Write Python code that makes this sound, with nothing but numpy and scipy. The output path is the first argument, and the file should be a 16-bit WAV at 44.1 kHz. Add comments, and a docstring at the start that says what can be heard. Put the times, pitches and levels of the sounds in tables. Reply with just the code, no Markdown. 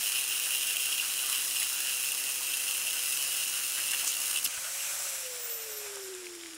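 """An angle grinder cuts a steel nut on a rod, outdoors on gravel: grit strikes ring the rod and wheel and hiss.
The cut pulses with each wheel turn and with the mains; the wheel catches now and then, later skips, then lifts off.
The motor races free, is switched off, and coasts down: fan whine, rotor hum and air rush fall with its speed.
Gear teeth knock and rattle in the coast; the sounds are sines, and noise shaped by filters that ring.
A faint low background runs throughout, and both channels are alike."""
import sys
import numpy as np
from scipy import signal
from scipy.fft import rfft, irfft, next_fast_len
from scipy.io import wavfile
from scipy.ndimage import uniform_filter1d, map_coordinates

SR = 44100
rng = np.random.default_rng(int(sys.argv[2]) if len(sys.argv) > 2 else 0)


def to_wav(sig):
    """Store sig (one row per channel, or 1-D mono) as 16-bit WAV at the path in sys.argv[1].

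    Samples outside -1..1 are clipped; the rate is SR.
    """
    pcm = np.clip(np.atleast_2d(sig), -1, 1) * 32767
    pcm = np.round(pcm).astype(np.int16)
    wavfile.write(sys.argv[1], SR, pcm.T)  # frames by channels


N = 289737
T = np.arange(N) / SR  # time of each sample [s]
LIFT_S, OFF_S = 4.475, 5.015  # the wheel leaves the nut; the motor is switched off
WHEEL_RATIO = 10 / 37  # pinion teeth over crown teeth
FAN_BLADES, MOTOR_SLOTS, MAINS_PULSE_HZ = 31, 12, 100

# Steady pressure of the cut: (time [s], ring of the rod [dB], grit hiss [dB])
CUT_LEVELS = [(0, -39.5, -34.5), (.45, -36, -35.5), (.98, -38.5, -36), (1.03, -39, -36), (1.45, -41, -35.5),
              (1.75, -40, -35.5), (2.4, -41.5, -37), (2.9, -40, -36), (3.1, -40.5, -35),
              (3.5, -40.5, -36.5), (3.9, -40.5, -36), (4.3, -41.5, -35.5), (4.39, -39.5, -37.5),
              (4.42, -48, -39), (4.5, -50.5, -43)]
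# The wheel digs in for a moment: (time [s], gain of the ring [dB], length [s])
FLARES = [(0.162, 4, 0.029), (.36, 1, 0.0065), (.63, 9, 0.0057), (0.7, 3.5, 0.021), (0.834, 3, 0.036),
          (.925, 6.5, 0.0075), (.938, -1, .003), (1.343, 3.5, 0.015), (1.565, 7, 0.0087),
          (1.615, 3.5, 0.026), (2.538, 9, 0.0047), (3.946, 7, 0.021), (4.362, 6.5, 0.024),
          (4.458, 13.5, 0.013)]
FLARE_HISS, WAVER_DB, WAVER_HZ = 0.29, 1.5, 35.04  # share of flare and waver that reaches the hiss; random waver
# The wheel skips on the nut, about every second turn: (time [s], strength against the steady cut [dB])
BOUNCES = [(3.917, 11), (3.935, 9), (3.947, -8), (3.957, 1), (4.046, 7), (4.06, 2), (4.076, 7), (4.09, 1),
           (4.101, -6), (4.116, 3), (4.14, 7), (4.153, 8), (4.168, 9), (4.188, 1), (4.203, 6), (4.217, 0),
           (4.231, -13), (4.256, 2), (4.269, 2), (4.282, -7), (4.299, 6), (4.313, 8), (4.33, 1), (4.342, 1),
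           (4.36, 2), (4.373, 9), (4.386, 6), (4.396, -1), (4.413, 0), (4.429, 10), (4.438, 0), (4.447, 0),
           (4.453, -1), (4.461, 6), (4.476, 0)]
BOUNCE_S, SKIP_FROM_S, SKIP_DB = 0.0019, 4.4, -6  # half length of a bounce; contact slackens between bounces
# Ways the rod, nut and wheel ring: (pitch [Hz], width [Hz], level [dB])
ROD_MODES = [(2543, 190, -11.5), (2735, 86, -0.5), (2789, 75, -0.5), (2960, 240, -3), (3245, 470, -10.5),
             (3902, 145, -6), (4360, 330, -10), (5173, 224, -4), (5566, 165, -7), (6020, 67, -5),
             (6744, 150, -3.5), (7570, 120, -10.5), (7850, 210, -7), (8665, 200, -1.5), (8865, 200, 0),
             (9170, 170, -7.5), (9560, 170, -4), (10350, 130, -7), (10610, 630, -3), (11040, 230, 0.5),
             (12400, 420, -7.5), (13230, 250, -8), (13600, 300, -7.5), (13860, 260, -5), (14330, 260, -7),
             (15400, 500, -9)]
SPLIT_HZ = 3600  # border between the low and the high modes
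# Dull ringing of the long rod: (pitch [Hz], width [Hz], level [dB])
HANDLE_MODES = [(1150, 200, -2.5), (1437, 180, -1), (1705, 166, 0), (1987, 150, 0), (2254, 93, -2)]
HANDLE_DB = -16  # level against the hiss
# Colour of the grit hiss: (pitch [Hz], level per Hz [dB])
GRIT_COLOUR = [(200, -19), (700, -15.5), (1500, -13), (2250, -19), (3600, -11), (5500, -4), (9000, -0.5),
               (12000, -6.5), (12750, -7), (13500, -3), (14800, -7), (16000, -9.5)]
# Scars on the wheel face sing at these multiples of the wheel speed: (order [per turn])
SCAR_ORDERS = (19, 20, 21, 24, 26, 28, 30, 36, 38, 53, 65, 79)
# Moments of wear: (time [s])
WEAR_TIMES = (.5, 1.6, 2.6, 3.8)
# One row a scar order, one column a moment of wear: (level against the ring [dB], four times)
SCAR_LEVELS = [(-12.5, -12, -10.5, -12), (-26, -23, -6, -15), (-16, -23, -16, -7.5), (-17, -23, -24, -19),
               (-36.5, -11.5, -33, -35), (-32, -23, -22, -23), (-18, -9.5, -31, -33), (-27, -20, -25, -32),
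               (-34, -28, -19, -19), (-29.5, -19, -17, -12), (-29, -15, -7, -13), (-11, -27, -26, -22)]
FACE_DB, FACE_WEAR_HZ = -7, 2.49  # grit pattern that returns every turn, and how fast it wears away
# The cut shakes the tool body: (pitch [Hz], level per Hz [dB])
RUMBLE_COLOUR = [(60, -3), (150, -3), (320, 7), (450, -5), (650, -7), (850, -14)]
RUMBLE_DB = -63
# The wheel catches an edge: (time [s], level before shaping [dB], pitch [Hz], width [Hz], length [s])
SNAGS = [(0.456, -45.5, 1300, 250, 0.034), (1.009, -43, 1470, 300, 0.04), (1.615, -37.5, 1930, 300, 0.013),
         (1.833, -43, 1710, 300, 0.043), (2.394, -47, 990, 200, 0.019), (3.767, -39.5, 1790, 400, 0.031),
         (3.924, -35, 1770, 500, 0.014), (3.93, -51, 507, 200, 0.022), (4.023, -48, 804, 200, 0.021),
         (4.057, -28, 7050, 1400, 0.034), (4.443, -29.5, 5350, 900, 0.014), (4.441, -26, 11250, 600, .009),
         (4.444, -29, 13800, 900, 0.009), (4.44, -30, 7940, 700, 0.0074), (4.441, -52, 120, 200, 0.017),
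         (4.455, -50.5, 231, 160, 0.02), (4.56, -63, 80, 60, .04), (4.471, -31, 6000, 5060, 0.005)]
# Single hard grains knock the rod: (time [s], blow [dB])
PINGS = [(.158, 2), (0.628, 3), (.687, 10), (0.9972, 19), (1.056, 1), (3.935, 13)]

# Motor shaft under load, until the hand eases off: (time [s], turns per second [Hz])
LOADED_SPEED = [(0, 489.8), (.55, 491.3), (.75, 489.9), (.9, 490.8), (1.03, 487.7), (1.2, 488.9),
                (1.65, 489.8), (1.95, 493.3), (2.1, 496.5), (2.25, 496.8), (2.55, 502), (2.85, 504.4),
                (3.15, 504.3), (3.6, 506.9), (3.75, 509), (4.44, 513.4)]
FREE_HZ, SPIN_UP_S = 594.7, 0.675  # speed without load, and the time constant towards it
FRICTION_HZ_PER_S, FAN_DRAG = 60.75, 4.972e-4  # coasting loses friction + drag * speed ** 2 each second
# Hum of the unbalanced rotor against shaft speed: (turns per second [Hz], level [dB])
HUM_LEVELS = [(320, -57), (345, -53.5), (372, -48.5), (400, -52), (430, -54), (478, -56), (490, -56),
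              (500, -53.5), (509, -53), (518, -62), (560, -60.5)]
# Fan whine against its own pitch: (pitch [Hz], level [dB])
WHINE_LEVELS = [(9800, -60), (10100, -62), (10500, -62), (10800, -64), (11100, -57), (11550, -64),
                (11950, -52), (12250, -62), (12650, -56), (13000, -42), (14000, -47), (14400, -37),
                (14650, -38), (15000, -45.5), (15170, -51), (15400, -54.5), (15600, -63), (15720, -55),
                (15900, -60)]
# Pressing on the nut damps the hum; the whine has its own level: (time [s], hum gain [dB], whine gain [dB])
GRIP = [(0, -8, 2), (.98, -7.5, 2), (1.1, -8, -3), (2.2, -9.5, 0), (3.7, -11, 2), (4.5, -4, 0),
        (5.0, 3.5, 0)]
WHEEL_HUM_DB, SLOT_DB = -75, -52.5  # wheel hum at 520 shaft turns a second; slot tone at full current
# Gear mesh and neighbours of the slot tone: (order [per shaft turn])
SHAFT_ORDERS = 4, 10, 11, 13
# Their levels at full current, one each: (level [dB])
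SHAFT_LEVELS = -63.5, -65, -59, -68
# Ways the housing rings: (pitch [Hz], width [Hz], level [dB])
CASE_MODES = [(542, 78, 2.5), (750, 54, -3), (464, 83, -12), (261, 14, -3.5)]
# Tones that ring the housing, wheel orders and their sums with the shaft: (order [per wheel turn])
CASE_ORDERS = (4, 5, 4.7, 2.7)
# Their levels going into the housing, one each: (level [dB])
CASE_LEVELS = (-74, -66, -67, -68.5)
# These tones come and go, one list an order: (time [s], gain [dB], length [s])
CASE_SWELLS = [
    [],
    [(5.62, -6, .04), (5.76, 7, .07), (5.9, -6, .03), (6.0, 1, 0.064), (6.35, -7, .15)],
    [(5.58, 3, 0.028), (5.67, 6, .04), (5.88, 7, .03), (6.3, 10, .11)],
    [(6.15, 7, .12)],
]
# The housing buzzes roughly: (time [s], gain [dB], length [s])
BUZZ_SWELLS = [(5.13, 4.6, 0.032), (5.5, 9, 0.038), (5.58, 10, 0.04), (5.75, 8.9, 0.12), (5.95, 8, .04)]
BUZZ_DB = -70  # before the swells and the gear slack
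# Colour of the air rush: (pitch [Hz], level per Hz [dB])
AIR_COLOUR = [(300, -67), (600, -18), (900, -11), (1490, -12), (2090, -9), (2790, -7), (3620, -10),
              (4600, -9), (5200, -4), (6300, -2.5), (7600, -1), (9000, -4), (10000, -4.5), (11500, -5),
              (13400, -7), (14000, -9), (15700, -9.5)]
# The air rush rises and sinks: (time [s], gain [dB])
RUSH_LEVELS = [(4.5, -0.5), (4.75, 1), (4.95, 1.5), (5.15, 0.5), (5.3, -0.5), (5.5, -0.5), (5.7, 0),
               (5.95, 0.5), (6.1, -1), (6.57, -1)]
AIR_TILT_DB = 7  # treble lost per octave of pitch and octave of speed
# The gravel echo lags more as the tool is raised: (time [s], lag [ms])
GROUND_LAG = [(0, .45), (4.5, .455), (4.7, .5), (5.1, .515), (5.7, .53), (6.57, .57)]
GROUND_DB = -13  # echo against the direct sound
# Low gear case modes: (pitch [Hz], width [Hz], level [dB])
GROWL_MODES = [(661, 140, -4), (896, 150, -10.5), (1285, 245, -3), (1489, 230, 1.5)]
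# High gear case modes: (pitch [Hz], width [Hz], level [dB])
WHIRR_MODES = [(2260, 420, -17), (2485, 240, -0.5), (2800, 250, -0.5), (3045, 200, -5.5), (3270, 230, -10)]
# The gears swell: (time [s], gain of the growl [dB], gain of the whirr [dB], length [s])
GEAR_SURGES = [(4.53, -1, 4, .03), (4.585, 4, 5, .015), (4.67, 5, 6, 0.025), (4.793, 1, 1, .02),
               (4.848, 4, 2, 0.025), (4.928, 6, 1.5, 0.032), (5.013, 6, -3, 0.025), (5.058, 6, 3, 0.017),
               (5.13, 4.5, 3, 0.03), (5.298, -1.5, 1, 0.081), (5.49, 2, 3, .04), (5.875, 4.5, 4.5, 0.039),
               (5.967, 4, 2, .04)]
GEARS_LOADED_DB = -0.5  # load presses the gears together
# Base level at 550 turns a second, and the power of speed it follows
AIR_DB, AIR_POWER = -36.5, 1.28
GROWL_DB, GROWL_POWER, WHIRR_DB, WHIRR_POWER = -52, 1.7, -48.5, 3
# Gear teeth knock across their slack, the loudest: (time [s], strength [dB], pitch it favours [Hz])
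KNOCKS = [(4.644, -22, 3000), (4.838, -24, 1450), (4.909, -25, 1500), (5.054, -21, 1400),
          (5.1154, -29, 2406), (5.3654, -26, 2400), (5.496, -22, 2900), (5.5214, -23, 2900),
          (5.5764, -28, 5000), (5.72, -29, 900), (5.8655, -23.5, 1400), (5.942, -32, 1600),
          (5.9574, -26, 7500), (5.97, -22.5, 750), (6.1404, -26, 3200), (6.149, -27, 8000),
          (6.1964, -33, 5000), (6.244, -30.5, 2500), (6.257, -25, 5000), (6.268, -22, 2160),
          (6.351, -33, 2500), (6.392, -33, 2600), (6.41, -27, 3600), (6.4348, -23.5, 2900),
          (6.4597, -22.5, 2500), (6.4674, -27, 4970), (6.49, -30, 3000), (6.509, -31, 2800),
          (6.5345, -27, 2600), (6.544, -28, 3000), (6.546, -31, 9500), (6.552, -31, 8000)]
KNOCK_FALL_DB = 12.5  # lost per octave away from the favoured pitch
RATTLE_FROM_S, RATTLE_DB, RATTLE_SCATTER_DB = 5.9, -35, 3  # fainter random knocks, scattered up and down
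# Ways the gearbox rings: (pitch [Hz], width [Hz], level [dB])
GEARBOX_MODES = [(780, 93, -6), (1470, 140, -6), (2270, 280, -3), (2900, 290, -3.5), (3600, 770, -6),
                 (5400, 1700, -4), (8000, 870, 1.5), (9500, 1800, 2)]

# Colour of the outdoor background: (pitch [Hz], level per Hz [dB])
OUTDOORS_COLOUR = [(20, -11), (60, -9), (120, -10.5), (200, -15.5), (290, -9.5), (400, -2.5), (800, -49),
                   (2000, -48)]
OUTDOORS_DB = -67.5
TOP_HZ = 15755  # where the treble ends


def grinding(wheel):
    """The cut: grit strikes, stronger or weaker with the contact, ring the rod and wheel and hiss."""
    ring_db, hiss_db = contact()
    touch = np.clip((LIFT_S - T) / 0.012, 0, 1)
    drive = strike_strength(wheel)
    low_modes = [mode for mode in ROD_MODES if mode[0] < SPLIT_HZ]
    high_modes = [mode for mode in ROD_MODES if mode[0] >= SPLIT_HZ]

    low_ring = patchy(drive, low_modes, patchy_db=2.0, rate=34)
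    low_ring = low_ring + scars(wheel) * np.sqrt(drive)

    hiss = patchy(drive, high_modes, patchy_db=2.2, rate=25)
    hiss += level(colour(grains(1.9) * drive, GRIT_COLOUR), -3.0)
    hiss += undb(HANDLE_DB) * patchy(drive, HANDLE_MODES, patchy_db=3.5, rate=22)
    hiss += level(ring(face(wheel) * np.sqrt(drive), ROD_MODES), FACE_DB)

    rumble = level(colour(grains(0.64), RUMBLE_COLOUR), RUMBLE_DB)
    return touch * (undb(ring_db) * low_ring + undb(hiss_db) * hiss + rumble)


def contact():
    """Pressing harder makes ring and hiss louder: steady pressure, brief flares and a random waver."""
    ring_db, hiss_db = curves(CUT_LEVELS)
    flare_db = swells(FLARES) + WAVER_DB * walk(WAVER_HZ)
    return ring_db + flare_db, hiss_db + FLARE_HISS * flare_db + 0.69 * walk(30.2)


def strike_strength(wheel):
    """An untrue wheel and the mains pulse in the motor press the grit in a rhythm; bites and bounces add bursts."""
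    pulse_db = 3.0 * np.cos(2 * np.pi * wheel + 0.27) + 2.0 * np.cos(4 * np.pi * wheel + 2.63)
    pulse_db += 2.6 * np.cos(2 * np.pi * MAINS_PULSE_HZ * T + 0.68)
    # coarse grains bite at random, about 140 a second: sudden start, 1 ms fade
    hits = (rng.random(N) < 140 / SR) * rng.exponential(size=N)
    bites = signal.lfilter([1], [1, -np.exp(-1 / (0.001 * SR))], hits)
    steady = undb(pulse_db + 0.92 * walk(54)) * (1 + 0.66 * bites)
    drive = steady * undb(SKIP_DB * (T > SKIP_FROM_S)) + bounces()
    # bouncing bunches the strikes, it adds no power
    return drive / np.sqrt(uniform_filter1d(drive ** 2, size=2000))


def bounces():
    """A skipping wheel touches in short rounded bursts, one a bounce."""
    return sum(undb(db) * np.exp(-((T - s) / BOUNCE_S) ** 2) for s, db in BOUNCES)


def scars(wheel):
    """Scars on the wheel face sing at whole multiples of its speed, and change level as they wear."""
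    jitter = 0.1 * walk(40.0)  # [turns], shared by all the tones
    out = 0
    for order, levels in zip(SCAR_ORDERS, SCAR_LEVELS):
        worn_db = np.interp(T, WEAR_TIMES, levels)
        out = out + tone(order * wheel + jitter, worn_db + 2.7 * walk(25.1))
    return out


def face(wheel):
    """Grit pattern that comes round every turn and slowly wears into a new one."""
    pattern = rng.standard_normal((40, 300))  # rows: states of wear; columns: places round the wheel
    place = wheel % 1 * pattern.shape[1]
    return map_coordinates(pattern, [FACE_WEAR_HZ * T, place], order=1, mode="grid-wrap")


def snags():
    """Short scraping noise bursts where the wheel catches, and hard knocks that ping one main rod mode."""
    out, blows = np.zeros(N), np.zeros(N)
    for s, db, hz, width, length in SNAGS:
        age = np.maximum(T - s, 0) / length
        scrape = level(ring(rng.standard_normal(N), [(hz, width, 0)]), db - 3.0)
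        out += age * np.exp(1 - age ** 2) * scrape
    for s, db in PINGS:
        blows[int(s * SR)] = undb(db)
    hz, width, _ = ROD_MODES[2]
    main = [(hz, 2.7 * width, 0)]
    return out + ring(ring(blows, main), main)


def speed():
    """Shaft speed: held down by the cut, racing towards its free speed, then braked by friction and the fan."""
    eased_s, eased_hz = LOADED_SPEED[-1]
    racing_s = np.minimum(T, OFF_S) - eased_s
    racing = FREE_HZ - (FREE_HZ - eased_hz) * np.exp(-racing_s / SPIN_UP_S)
    even = np.sqrt(FRICTION_HZ_PER_S / FAN_DRAG)  # speed at which both losses are equal
    coast_s = np.maximum(T - OFF_S, 0)
    free = even * np.tan(np.arctan(racing / even) - even * FAN_DRAG * coast_s)
    return np.where(T < eased_s, curves(LOADED_SPEED)[0], free)


def motor(hz, shaft, wheel):
    """The running tool: turning parts give tones and hum, the housing rings, air rushes and gears whirr."""
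    return motor_tones(hz, shaft, wheel) + housing(wheel) + air_rush(hz) + gears(hz)


def motor_tones(hz, shaft, wheel):
    """Each turning part sings at its own multiple of the speed; slot and gear tones also need motor current."""
    hum_gain, whine_gain = curves(GRIP)
    hum_db = by_pitch(hz, HUM_LEVELS) + hum_gain
    whine_db = by_pitch(FAN_BLADES * hz, WHINE_LEVELS) + whine_gain
    current = np.interp(T, [LIFT_S, LIFT_S + .1, OFF_S, OFF_S + .02], [1, .3, .3, 0])  # share of full

    out = tone(shaft + 0.055 * walk(70), hum_db + 1.4 * walk(30))
    out += tone(FAN_BLADES * shaft, whine_db + 3.1 * walk(60))
    out += current * tone(MOTOR_SLOTS * shaft, SLOT_DB + 1.7 * walk(15))
    for order, db in zip(SHAFT_ORDERS, SHAFT_LEVELS):
        out += current * tone(order * shaft, db + 3.2 * walk(11.3))
    return out + tone(wheel, WHEEL_HUM_DB + 2.0 * walk(6.14)) * (hz / 520) ** 3


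def housing(wheel):
    """Wobbling gears ring the housing and make it buzz; load presses them together and mutes the wobble."""
    slack = np.interp(T, [LIFT_S, OFF_S], [.15, 1])
    wobble = 0
    for order, db, surges in zip(CASE_ORDERS, CASE_LEVELS, CASE_SWELLS):
        wobble = wobble + tone(order * wheel + 0.15 * walk(50), db + swells(surges) + 3.0 * walk(30))
    buzz = patchy(undb(2.0 * walk(53)), CASE_MODES[:3], patchy_db=1.0, rate=23)
    return slack * (ring(wobble, CASE_MODES) + undb(BUZZ_DB + swells(BUZZ_SWELLS)) * buzz)


def air_rush(hz):
    """Fan air is coloured noise, quieter and duller as the speed falls, with an echo off the gravel."""
    air = level(colour(grains(1.46) * undb(0.6 * walk(50)), AIR_COLOUR), 0)
    rush = 0
    for octave in range(-5, 2):  # bands an octave wide, counted from 8 kHz
        edges = np.minimum(8000 * 2. ** (octave + np.array([-.5, .5])), .49 * SR)
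        sos = signal.butter(2, edges, "band", fs=SR, output="sos")
        band = signal.sosfiltfilt(sos, air, padtype="even")
        tilt_db = AIR_TILT_DB * max(octave + 1, 0) * np.log2(hz / 550)
        rush = rush + band * undb(tilt_db + 0.36 * walk(5.3))
    return ground(rush) * undb(AIR_DB + curves(RUSH_LEVELS)[0]) * (hz / 550) ** AIR_POWER


def ground(x):
    """Sound that bounces off the gravel arrives a little later and fainter than the direct sound."""
    lag = curves(GROUND_LAG)[0] * SR / 1000  # [samples]
    return x + undb(GROUND_DB) * map_coordinates(x, [np.arange(N) - lag], order=3)


def gears(hz):
    """Rough gear contact rings the gear case: a low growl and a high whirr that grow with speed."""
    loaded_db, rough = GEARS_LOADED_DB * (T < LIFT_S), undb(2.0 * walk(80))
    growl_db = GROWL_DB + loaded_db + swells([(s, db, length) for s, db, _, length in GEAR_SURGES])
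    whirr_db = WHIRR_DB + loaded_db + swells([(s, db, length) for s, _, db, length in GEAR_SURGES])
    growl = undb(growl_db) * (hz / 550) ** GROWL_POWER * patchy(rough, GROWL_MODES, patchy_db=3.5, rate=17)
    whirr = undb(whirr_db) * (hz / 550) ** WHIRR_POWER * patchy(rough, WHIRR_MODES, patchy_db=4.0, rate=22)
    return growl + whirr


def knocks():
    """Each tooth knock is a noise puff of a few milliseconds in the gearbox modes, strongest near its pitch."""
    rows = list(KNOCKS)
    for when, strength, pitch in rng.random((16, 3)):
        s = RATTLE_FROM_S + (T[-1] - RATTLE_FROM_S) * np.sqrt(when)  # denser as the wheel slows
        rows.append((s, RATTLE_DB + 2 * RATTLE_SCATTER_DB * (strength - .5), 2000 * 4 ** pitch))
    out = 0
    for hz, width, mode_db in GEARBOX_MODES:
        events = [(s, undb(db - KNOCK_FALL_DB * abs(np.log2(hz / pitch)))) for s, db, pitch in rows]
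        noise = level(ring(rng.standard_normal(N), [(hz, width, 0)]), mode_db - 13.0)
        out = out + puffs(events, 0.00078) * noise
    return out


def outdoors():
    """The faint low background is steady noise with most of its strength in the bass."""
    return level(colour(rng.standard_normal(N), OUTDOORS_COLOUR), OUTDOORS_DB)


def patchy(drive, modes, patchy_db, rate):
    """Each mode rings on its own random grains, so each swells and fades in its own time."""
    out = 0
    for hz, width, db in modes:
        strikes = drive * grains(1.0) * undb(patchy_db * walk(rate))
        # two passes make steep sides but narrow the peak, so each is wider
        once = ring(strikes, [(hz, 1.55 * width, 0)])
        twice = ring(once, [(hz, 1.63 * width, 0)])
        out = out + level(twice, db + 10 * np.log10(width))  # table level is per Hz
    return level(out, 0)


def ring(x, modes):
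    """Struck solids ring at their own pitches: side-by-side two-pole filters with alternate signs."""
    out = 0
    for k, (hz, width, db) in enumerate(modes):
        b, a = signal.iirpeak(hz, hz / width, fs=SR)
        out = out + (-1) ** k * undb(db) * signal.lfilter(b, a, x)
    return out


def grains(scatter_db):
    """One random strike a sample, a few much harder than the rest."""
    return rng.standard_normal(N) * undb(scatter_db * rng.exponential(size=N))


def colour(x, points):
    """Shapes a sound's spectrum by (pitch [Hz], level [dB]) points, joined by lines over log pitch."""
    hz, db = np.transpose(points)
    size = next_fast_len(len(x))
    bins = np.maximum(np.arange(size // 2 + 1) * SR / size, 1)
    gain = undb(np.interp(np.log(bins), np.log(hz), db, left=-90))
    return irfft(rfft(x, size) * gain, size)[:len(x)]


def tone(turns, db):
    """A sine, one cycle a turn, with db as its RMS level."""
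    return np.sqrt(2) * undb(db) * np.sin(2 * np.pi * turns)


def walk(rate):
    """A random wander around zero: values held 1 / rate seconds and smoothed twice."""
    k = int(SR / rate)
    steps = np.repeat(rng.standard_normal(N // k + 1), k)
    return uniform_filter1d(uniform_filter1d(steps, k), k)[:N]


def swells(events):
    """Bell-shaped gains in dB."""
    return sum(db * np.exp(-((T - s) / length) ** 2) for s, db, length in events)


def puffs(events, rise_s):
    """Envelope of quick swells that die a little slower than they rise."""
    out, pole = np.zeros(N), np.exp(-1 / (rise_s * SR))
    for s, gain in events:
        out[min(int(s * SR), N - 1)] += gain
    return signal.lfilter([np.e / (rise_s * SR)], [1, -2 * pole, pole ** 2], out)


def curves(table):
    """Table columns joined by straight lines in time."""
    s, *columns = np.transpose(table)
    return [np.interp(T, s, column) for column in columns]


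def by_pitch(hz, points):
    """Level read off a table of (pitch [Hz], level [dB]) points."""
    return np.interp(hz, *np.transpose(points))


def undb(db):
    """Turns dB into a plain factor."""
    return 10 ** (np.asarray(db) / 20)


def level(x, db):
    """Scales a sound to an RMS level in dB."""
    return x * undb(db) / np.sqrt(np.mean(x ** 2))


def scene():
    """Adds all sources, with motor and wheel turning from one shared speed."""
    hz = speed()
    shaft = np.cumsum(hz) / SR  # turns so far
    wheel = WHEEL_RATIO * shaft
    mono = grinding(wheel) + snags() + motor(hz, shaft, wheel) + knocks() + outdoors()
    return np.array([mono, mono])


def record(dry):
    """A steep low-pass filter cuts the top of the treble."""
    return signal.sosfilt(signal.ellip(16, .3, 75, TOP_HZ, fs=SR, output="sos"), dry)


dry = scene()
out = record(dry)
to_wav(out)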